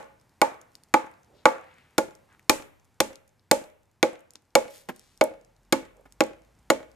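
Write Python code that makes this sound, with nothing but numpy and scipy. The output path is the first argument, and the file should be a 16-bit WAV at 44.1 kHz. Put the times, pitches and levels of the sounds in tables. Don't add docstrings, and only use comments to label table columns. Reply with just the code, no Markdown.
import sys
import numpy as np
from scipy import signal
from scipy.fft import rfft, irfft, next_fast_len
from scipy.io import wavfile

SR = 44100
rng = np.random.default_rng(int(sys.argv[2]) if len(sys.argv) > 2 else 0)


def store_wav(level_fs):
    pcm = np.round(np.clip(np.atleast_2d(level_fs), -1, 1) * 32767)
    wavfile.write(sys.argv[1], SR, pcm.T.astype(np.int16))


N = 306495
LEAD = SR // 4
RING = SR // 3
TAIL = 2 ** 15

# start in seconds, relative strength in dB, depth of the cut 0-1,
# looseness of the branch on the stump 0-1, gain of the middle modes in dB (how squarely they are struck).
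BLOWS = [(-0.1, 1, 0.45, 0.55, -1.5), (0.4156, -1, 0.3, 0.83, 1.5), (0.9394, 0.5, 0.07, 0.82, -1.5),
         (1.4549, 2.5, 0, 0.91, -0.5), (1.9802, -3, 0.75, 0.26, 3), (2.4953, 0, 1, .2, -1.5),
         (3.0028, -1.4, 0.82, 0.06, -3.5), (3.5126, -2.05, 0.97, 0.08, 5), (4.028, 1, 0.16, 0.15, 0.5),
         (4.5525, 0.8, 0.61, 0.13, 4), (5.211, -.7, 0.01, 0.03, 2.5), (5.7243, 2.5, 0.4, 0.05, -7.5),
         (6.2057, 1, 0.11, 0, -1), (6.7012, 2, 0.4, 0.05, -0.5)]


def knife(crunch_db=1.07, ring_wet_db=-6.0):
    # frequency in Hz, gain in dB.
    crack_colour = [(30, -19.5), (150, -11.5), (400, -1), (1200, 3), (2200, 0.5), (3000, -5), (5000, -8),
                    (7200, -7.5), (10000, -12.5), (14000, -15)]
    # frequency in Hz, gain in dB
    # when shallow, gain in dB when deep.
    cut_colour = [(80.5, -9.5, 3), (259.3, .5, .5), (990, -1.5, -2.5), (1940, -3, -3.5), (3600, 0.5, 2.5),
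                  (8000, -5, 6.5)]
    # frequency in Hz, gain in dB.
    hollow_colour = [(280, -1), (600, 0), (840, 12), (1200, 11), (2100, 3.5), (3200, -2.5), (8000, 1)]
    knock_hz, knock_ratio = 566, 1.9
    snap_ms, snap_depth_ms = 1.7, 1.8
    loose_echo_db = 5

    track, bands, echoes = np.zeros((2, LEAD + N)), yard(), walls()
    for start_s, strength_db, depth, loose, knock_db in BLOWS:
        depth, loose = np.clip([depth, loose], 0, 1)
        parts = chop(snap_ms + snap_depth_ms * depth)
        ring, snapping = (np.pad(part, (0, TAIL - RING)) for part in parts)
        near = ring + colour(snapping, crack_colour)
        response = scatter(bands)

        wash_gain = np.linalg.norm(snapping) * undb(crunch_db + loose_echo_db * loose)
        wash = colour(response[::-1], crack_colour) * wash_gain
        far = undb(ring_wet_db) * through(ring, response) + wash + through(near, echoes)

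        cut = [(hz, shallow + depth * (deep - shallow)) for hz, shallow, deep in cut_colour]
        hollow = [(hz, loose * db) for hz, db in hollow_colour]
        knock = [(knock_hz / knock_ratio, 0), (knock_hz, knock_db), (knock_hz * knock_ratio, 0)]
        blow = ports(near) + far
        for points in (cut, hollow, knock):
            blow = colour(blow, points)
        add(track, start_s, undb(strength_db) * blow)
    return track


def chop(snap_ms, detune=0.012, scatter_db=2.5, crack_db=-3.0, push_db=-21, push_s=0.0027, ring_db=-8.0,
         travel_s=0.0012, sink_share=0.45, contact_s=0.0011, drive=0.94, drive_s=0.0024):
    # frequency in Hz, relative level in dB, t60 in seconds.
    modes = [(222, -22.5, 0.17), (272.6, -21, 0.19), (330, -6, 0.065), (360, -9, 0.04),
             (410, -18.5, 0.0072), (516, -13.5, 0.13), (547.3, -7, 0.13), (609.6, -4.5, 0.075),
             (670, -7.5, 0.017), (847.7, -6.5, .1), (900, -17, 0.16), (1007, -19.5, 0.087),
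             (1140, -14, .06), (1257, -14, 0.04), (1438, -4.5, .025), (1710, -18, 0.043),
             (2008, -12, 0.031), (2204, -5.5, 0.032), (2370, -10, 0.032), (3104, -15, 0.012),
             (4240, -14.5, 0.012), (6760, -17.5, 0.029)]
    t = np.arange(RING) / SR
    hz, db, t60_s = np.transpose(modes)[:, :, None]
    pitch_chance, level_chance = rng.standard_normal((2, len(modes), 1))

    sinking_s = sink_share * snap_ms / 1000
    age_s = np.maximum(t - sinking_s - travel_s * np.sqrt(500 / hz), 0)
    build_up = 1 - np.exp(-age_s / contact_s)
    swing = np.sin(2 * np.pi * hz * (1 + detune * pitch_chance) * age_s) * build_up
    first_swings = 1 + drive * np.exp(-(age_s / drive_s) ** 2)
    fade = np.exp(-np.log(1000) * age_s / t60_s) * first_swings
    ring = np.sum(swing * fade * undb(db + scatter_db * level_chance), axis=0)

    push = np.sin(2 * np.pi * t / push_s) * (t < push_s / 2)
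    ms = t * 1000
    bite = 1 - np.exp(-ms / 0.25)
    snap_fade = np.exp(-(ms / snap_ms) ** 2) + 0.31 * np.exp(-ms / 6)
    snapping = grains(RING, spread_db=7.0) * bite * snap_fade
    return undb(ring_db) * ring + undb(push_db) * push, undb(crack_db) * snapping


def chips(decay_s=0.0005, skitter=0.054, skitter_s=0.0098):
    # start in seconds, peak level in dB ahead of the ports, pitch in Hz.
    landings = [(.615, -34.5, 6900), (.7535, -32, 7300), (.836, -39, 7000), (2.152, -39.5, 7340),
                (2.395, -40.5, 1575), (3.157, -30, 5146), (4.3066, -37.5, 7000), (4.336, -41, 8000),
                (4.356, -29.5, 4500), (4.962, -35.5, 8460), (4.995, -35.5, 7660), (5.1756, -41, 7100),
                (5.2395, -16, 9330), (6.1235, -37.5, 8000), (6.238, -25, 7100)]
    # multiple of its pitch, gain in dB.
    tick_colour = [(.03, -30), (0.152, -13), (0.399, -8.5), (0.998, 3), (1.701, -6), (3, -17)]
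    track, t = np.zeros(LEAD + N), np.arange(SR // 10) / SR
    for start_s, peak_db, hz in [*landings, *crumbs()]:
        landing = rng.standard_normal(len(t)) * np.exp(-t / decay_s)
        rolling = grains(len(t), spread_db=4.0) * skitter * np.exp(-t / skitter_s)
        tick = colour(landing + rolling, [(hz * multiple, gain_db) for multiple, gain_db in tick_colour])
        add(track, start_s, tick * undb(peak_db) / np.abs(tick).max())
    return track


def crumbs(count=7):
    flight_range_s = (0.02, .48)
    pitch_range_hz = (5000, 9500)
    level_db, fade_db_per_s, spread_db = -45, 27.5, 1.5
    rows = []
    for blow_s, *_ in BLOWS:
        flights_s = rng.uniform(*flight_range_s, count)
        chances = rng.standard_normal(count)
        pitches_hz = rng.uniform(*pitch_range_hz, count)
        for flight_s, chance, hz in zip(flights_s, chances, pitches_hz):
            peak_db = level_db - fade_db_per_s * flight_s + spread_db * chance
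            rows.append((blow_s + flight_s, peak_db, hz))
    return rows


def support(decay_s=0.0087, bump_db=11, contacts=3):
    # start in seconds, relative level in dB.
    drops = [(4.3525, -54.5), (4.888, -26), (6.055, -49)]
    # frequency in Hz, gain in dB.
    bump_colour = [(50, -11), (130, -2), (280, 5), (500, -4.5), (780, 1), (1200, -4), (2300, -7.5),
                   (4000, -23), (9000, -27), (14000, -23.5)]
    # centre in seconds, length in seconds, level in dB,
    # centre in Hz, reach of the band to either side as a ratio.
    rubs_and_haze = [(1.35, 0.18, -62.5, 392, 1.7), (1.388, 0.082, -69, 3515, 1.44),
                     (1.72, 0.44, -62, 1880, 1.42), (2.329, .08, -62, 1392, 1.5),
                     (4.755, .14, -53.5, 4340, 3.2), (5.02, .35, -65.5, 2990, 3.2),
                     (5.99, 0.066, -56.5, 520, 1.28)]
    rattle_s, rattle_db = 0.0033, -4

    track, t = np.zeros(LEAD + N), np.arange(RING) / SR
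    for start_s, db in drops:
        for k in range(contacts):
            contact = colour(rng.standard_normal(RING) * np.exp(-t / decay_s), bump_colour)
            add(track, start_s + k * rattle_s, undb(db + bump_db + k * rattle_db) * contact)
    for centre_s, length_s, db, hz, ratio in rubs_and_haze:
        swell = np.exp(-(2 * (np.arange(SR) / SR - 0.5) / length_s) ** 2)
        noise = unit(band(grains(SR, spread_db=8.5), hz, ratio))
        add(track, centre_s - 0.5, undb(db) * swell * noise)
    return track


def walls():
    # delay in seconds, level in dB, low-pass cutoff in Hz.
    reflections = [(.016, -22, 1498), (0.032, -30.5, 7054), (0.059, -29, 680), (0.101, -29.5, 700),
                   (0.127, -39, 7300)]
    echoes = []
    for delay_s, db, cutoff_hz in reflections:
        impulse = np.arange(RING) == int(delay_s * SR)
        b, a = signal.butter(1, min(cutoff_hz, SR / 3), fs=SR)
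        echoes.append(undb(db) * signal.lfilter(b, a, impulse))
    return np.sum(echoes, axis=0)[None]


def yard(early_t60_s=0.26, onset_s=0.0016):
    # centre in Hz, early level in dB, late level in dB,
    # late t60 in seconds.
    echo_bands = [(119, -15.5, -24.5, 0.91), (287, -6.5, -14, 0.48), (520, -3.5, -12, .55),
                  (880, -16, -21.5, 0.57), (2320, -17.5, -16.5, 0.48), (4500, -16.5, -24.5, 0.23),
                  (8000, -15.5, -18.5, 0.28), (15000, -24, -31, 0.66)]
    t = np.arange(TAIL) / SR
    onset = 1 - np.exp(-(t / onset_s) ** 2)
    centres_hz = [row[0] for row in echo_bands]
    bands = []
    for k, (_, early_db, late_db, late_t60_s) in enumerate(echo_bands):
        share = along(list(zip(centres_hz, np.eye(len(echo_bands))[k])), TAIL)
        early = unit(np.exp(-np.log(1000) * t / early_t60_s) * onset)
        late = unit(np.exp(-np.log(1000) * t / late_t60_s) * onset)
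        fade = np.hypot(undb(early_db) * early, undb(late_db) * late) / np.sqrt(TAIL)
        bands.append((share, fade))
    return bands


def scatter(bands):
    noise = rfft(rng.standard_normal((2, TAIL)))
    return sum(irfft(noise * share) * fade for share, fade in bands)


def through(x, response):
    return signal.fftconvolve(x[None], response, axes=1)[:, :len(x)]


def ports(x):
    # frequency in Hz, left minus right in dB.
    level_gap = [(60, 2), (150, -2), (350, -4.5), (550, -4.5), (750, 0), (1000, -6.5), (1500, -0.5),
                 (2000, 3.5), (2600, 3), (4000, 10.5), (7000, 1.5), (9500, -11), (13000, -0.5)]
    # frequency in Hz, lead of the left in radians.
    phase_gap = [(100, 3), (250, 0.34), (500, 0.35), (700, 1.11), (1000, 0.5), (1500, 0.93), (3000, 1.04),
                 (3800, -1.4), (6000, 1.26), (9000, -2), (12500, -1.5)]
    size = 2 * next_fast_len(len(x))
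    half = undb(along(level_gap, size) / 2) * np.exp(0.5j * along(phase_gap, size))
    return irfft(rfft(x, size) * np.array([half, 1 / half]))[:, :len(x)]


def outdoors(side=0.087):
    # frequency in Hz, gain in dB.
    air_colour = [(18, -37), (30, -6.5), (92, 5), (680, -11.5), (837, -6), (1090, -11.5), (2250, -16),
                  (3320, -21.5), (7240, -23.5), (13900, -30), (15000, -31.5)]
    # time in seconds, level in dB.
    air_level = [(0, -65.5), (2.2, -64.5), (3.8, -70.5), (6.95, -64)]
    idle_hz, rev_start_s = 36, 4.6
    rev_hz, rev_power = 7.2, 1.5
    hum_db, hum_swell_s = -63, 1.3

    t = np.arange(N) / SR
    mid, wide = colour(rng.standard_normal((2, N)), air_colour)
    air = unit(mid + side * np.array([wide, -wide]))
    air = air * undb(np.interp(t, *np.transpose(air_level)))

    revving_s = np.maximum(t - rev_start_s, 0)
    hz = idle_hz + rev_hz * revving_s ** rev_power
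    rumble = unit(band(rng.standard_normal(N), 70, 2.2))
    hum = np.sin(2 * np.pi * np.cumsum(hz) / SR) + 0.3 * rumble
    return air + hum * undb(hum_db) * np.minimum(revving_s / hum_swell_s, 1)


def undb(db):
    return 10 ** (np.asarray(db) / 20)


def unit(x):
    return x / np.sqrt(np.mean(x ** 2))


def along(points, size):
    hz, value = np.transpose(points)
    return np.interp(np.log(np.fft.rfftfreq(size, 1 / SR) + 1), np.log(hz), value)


def colour(x, points):
    size = 2 * next_fast_len(x.shape[-1])
    cepstrum = irfft(np.log(undb(along(points, size))))
    cepstrum[1:size // 2] *= 2
    cepstrum[size // 2 + 1:] = 0
    return irfft(rfft(x, size) * np.exp(rfft(cepstrum)))[..., :x.shape[-1]]


def band(x, hz, ratio):
    edges_hz = np.clip([hz / ratio, hz * ratio], 10, SR / 2 - 500)
    return signal.sosfilt(signal.butter(2, edges_hz, "band", fs=SR, output="sos"), x)


def add(track, start_s, x):
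    i = int(np.clip(LEAD + start_s * SR, 0, track.shape[-1]))
    track[..., i:i + x.shape[-1]] += x[..., :track.shape[-1] - i]


def grains(size, spread_db):
    return unit(rng.standard_normal(size) * undb(spread_db * rng.standard_normal(size)))


def scene(small_echo_db=-3):
    small = chips() + support()
    small_echo = undb(small_echo_db) * through(small, scatter(yard()))
    close = knife() + ports(small) + small_echo
    return close[:, LEAD:] + outdoors()


def record(dry, ceiling=1.0):
    mic_hz, top_hz = 14600, 16600
    heard = signal.sosfilt(signal.ellip(8, 0.2, 60, mic_hz, fs=SR, output="sos"), dry)
    rounded = ceiling * np.tanh(heard / ceiling)
    return signal.sosfilt(signal.ellip(8, 0.2, 70, top_hz, fs=SR, output="sos"), rounded)


dry = scene()
out = record(dry)
store_wav(out)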